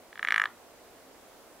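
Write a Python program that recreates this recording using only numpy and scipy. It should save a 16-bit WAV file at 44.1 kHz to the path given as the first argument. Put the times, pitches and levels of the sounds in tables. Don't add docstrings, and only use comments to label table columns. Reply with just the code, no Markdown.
import sys
import numpy as np
from scipy import signal
from scipy.fft import rfft, irfft
from scipy.io import wavfile
from scipy.ndimage import uniform_filter1d

SR = 44100
rng = np.random.default_rng(int(sys.argv[2]) if len(sys.argv) > 2 else 0)


def inscribe(sig):
    pcm = np.round(np.clip(np.atleast_2d(sig).T, -1, 1) * 32767)
    wavfile.write(sys.argv[1], SR, pcm.astype(np.int16))


def volts_from_decibels(level):
    exponent = np.asarray(level, float) / 20
    return 10 ** exponent


N = 70560

# f/Hz, level/dB, T60/ms
RASP_MODES = [(4530, -33, 1), (5710, -26, 1.8), (6640, -37.5, 5.3), (8400, -30.5, 1.48), (9620, -32.5, 2),
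              (13100, -39, 1.1)]


def ring(x, hz, t60_ms):
    r = np.exp(-np.log(1000) / (t60_ms / 1000 * SR))
    return signal.lfilter([1], [1, -2 * r * np.cos(2 * np.pi * hz / SR), r * r], x)


def ring_twice(x, hz, t60_ms):
    return ring(ring(x, hz, t60_ms), hz, t60_ms)


def peak(x, db):
    return x * volts_from_decibels(db) / np.abs(x).max()


def cut(x, hz, kind, order=2):
    return signal.sosfilt(signal.butter(order, hz, kind, fs=SR, output="sos"), x)


def sides(db):
    return volts_from_decibels(np.array([[db / 2], [-db / 2]]))


def walk(rate):
    k = int(SR / rate)
    steps = np.repeat(rng.standard_normal(N // k + 1), k)
    wander = uniform_filter1d(uniform_filter1d(steps, k), k)[:N]
    return wander / wander.std()


def click(sac_hz, effort_db, slack, upper_db, throat_ms, chance, rasp):
    impulse = np.eye(1, len(rasp))[0]
    push = cut(cut(impulse, 2000, "low"), 520, "high", order=3)

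    mouth = peak(ring_twice(push, 3080, 0.75), -5.8 - 59 * slack)
    throat = ring(push, sac_hz * 0.81 * (1 - slack), throat_ms)
    sac = peak(ring(throat, sac_hz * 1.13, 9.5), 0)
    cheek = peak(ring_twice(push, 830, 9), -30)
    skull_hz = 3360 * (1 + 0.016 * chance[0])
    skull = peak(ring_twice(cut(impulse, 3400, "high"), skull_hz, 1.9), upper_db - 4.5)
    belly = peak(ring(cut(impulse, 270, "low"), 174, 57), -50.5)
    reed_hz = 2853 * (1 + 0.038 * chance[1])
    reed = peak(ring_twice(cut(impulse, 2850, "high"), reed_hz, 6.3), -24.5)
    out = mouth - sac + cheek - skull + belly + reed

    rasp_t60_ms = 6
    decay = volts_from_decibels(-60 * np.arange(len(rasp)) / SR * 1000 / rasp_t60_ms)
    rasp = cut(rasp * decay, 3800, "high")
    rasp_db = 0.61 * effort_db - 45 * slack
    for (hz, db, t60_ms), c in zip(RASP_MODES, chance[1:]):
        out = out + peak(ring_twice(rasp, hz * (1 + 0.015 * c), t60_ms), db + 2 * c + rasp_db)
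    return out / np.abs(out).max()


def yard():
    t60_s, start_s, side_gain, level_db = 0.29, 0.005, 0.27, -22
    t = np.arange(SR // 2) / SR
    envelope = volts_from_decibels(-60 * t / t60_s) * np.clip(t / start_s - 1, 0, 1)
    mid, side = rng.standard_normal((2, len(t))) * envelope
    tail = cut(mid + side_gain * side * np.array([[1], [-1]]), 1300, "low", order=1)
    tail = tail - 0.6 * cut(tail, (1400, 1900), "band", order=1)
    return tail * volts_from_decibels(level_db) / np.sqrt(np.sum(tail ** 2) / 2)


def frog():
    # t/s, peak level/dB, sac f/Hz, upper resonance level/dB, throat T60/ms
    clicks = [(0.1281, -32.5, 1740, -9, 4.2), (0.1557, -31.5, 1680, -8, 5), (0.1758, -29, 1750, -9, 7.7),
              (0.1931, -20.5, 1670, -14, 4.6), (0.2276, -14, 1740, -23, 4.2),
              (0.2481, -12.5, 1730, -23, 4.5), (0.2723, -16, 1820, -11, 1.9), (0.285, -10, 1705, -15, 3.9),
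              (0.3056, -11.5, 1855, -15, 3), (0.3217, -7.5, 1736, -18, 5.3), (0.3421, -10, 1750, -17, 2.7),
              (0.36, -8.5, 1745, -22, 4), (0.3787, -8.5, 1720, -27, 4), (0.3975, -9, 1632, -39, 3.6),
              (0.4164, -8.5, 1690, -51, 5.1), (0.4378, -11.5, 1655, -44, 3.5),
              (0.4554, -14, 1556, -6.5, 4.6)]
    # delay/ms, level/dB, left minus right/dB,
    # polarity
    reflections = [(1.74, -7.2, .3, 1), (2.8, -25, -8, -1), (3.73, -19.3, .4, -1), (4.47, -22.5, -.5, -1),
                   (5.16, -27, 0, -1), (6.22, -30, 0, 1), (8.2, -25, -.8, -1),
                   (.42, -22, -20, 1),
        (11.8, -29, 1.5, 1),
        (16.4, -22, -1.2, -1),
        (35.5, -30, 2, 1),
    ]
    echoes = reflections
    loud_db, level_db, rise_s = -8, -2, 0.0008
    slack_from_s, slack_per_s = 0.41, 0.94

    near, voice = np.zeros((2, N)), np.zeros(N)
    chance = rng.standard_normal((len(clicks), 1 + len(RASP_MODES) + len(echoes)))
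    rasps = rng.standard_normal((len(clicks), 2048))
    for (s, db, sac_hz, upper_db, throat_ms), c, rasp in zip(clicks, chance, rasps):
        slack = slack_per_s * max(s - slack_from_s, 0)
        x = click(sac_hz, db - loud_db, slack, upper_db, throat_ms, c, rasp) * volts_from_decibels(db + level_db)
        i = int((s + rise_s) * SR)
        voice[i:i + len(x)] += x
        for (ms, echo_db, pan_db, polarity), e in zip(echoes, c[-len(echoes):]):
            j = i + round(ms / 1000 * SR)
            near[:, j:j + len(x)] += polarity * x * volts_from_decibels(echo_db + 0.8 * e) * sides(pan_db)
    reverberation = signal.fftconvolve(voice[None], yard(), axes=1)[:, :N]
    return (voice + near) * sides(-0.9) + reverberation


def plop():
    start_s, hz, t60_ms, level_db = 0.478, 355, 26, -50
    push = np.zeros(N)
    push[int(start_s * SR)] = 1
    return peak(ring_twice(push, hz, t60_ms), level_db)


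def hum():
    hz, level_db, octave_db = 271.3, -59.5, -2
    peak_s, rise_s, fall_s = 1.108, 0.16, 0.11
    t = np.arange(N) / SR - peak_s
    phase = 2 * np.pi * np.cumsum(hz * (1 + 0.0058 * walk(11.76))) / SR
    swell = np.exp(-np.abs(t) / np.where(t < 0, rise_s, fall_s))
    swell = swell * volts_from_decibels(level_db + 2.6 * walk(14.05))
    return swell * (np.sin(phase) + volts_from_decibels(octave_db) * np.sin(2 * phase))


def air():
    # f/Hz, level/dB per Hz
    spectrum = [(30, -14.5), (90, -16), (150, -17.5), (280, -7), (650, -6), (1400, -15.5), (3500, -24),
                (14500, -29)]
    # f/Hz, side minus mid level/dB
    width = [(60, -3), (110, -6), (200, -7), (380, -10), (700, -11), (1290, -6.5), (2380, -3), (4400, 0.5),
             (8120, 1), (15000, 1.5)]
    level_db, swell_db, flicker_db = -55, 0.35, 0.4
    log_f = np.log(np.maximum(np.fft.rfftfreq(N, 1 / SR), 1))

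    def curve(table):
        hz, db = np.transpose(table)
        return volts_from_decibels(np.interp(log_f, np.log(np.maximum(hz, 1)), db))

    noise = rfft(rng.standard_normal((2, N))) * curve(spectrum)
    noise = noise * np.array([np.ones(len(log_f)), curve(width)])
    half_octave = np.log(2) / 2
    out, swell = 0, walk(2.4)
    for centre in np.arange(np.log(20), np.log(SR / 2), half_octave):
        share = np.cos(np.pi / 2 * np.clip((log_f - centre) / half_octave, -1, 1)) ** 2
        out = out + irfft(noise * share, N) * volts_from_decibels(swell_db * swell + flicker_db * walk(9.2))
    mid, side = out * volts_from_decibels(level_db) / out[0].std()
    return np.array([mid + side, mid - side]) * sides(-1.5)


def scene():
    return frog() + plop() + air() + hum()


def top_cut(x):
    return signal.sosfilt(signal.butter(12, 16470, fs=SR, output="sos"), x)


def record(dry):
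    top = signal.ellip(8, 0.2, 70, 15600, fs=SR, output="sos")
    return top_cut(signal.sosfilt(top, dry))


dry = scene()
out = record(dry)
inscribe(out)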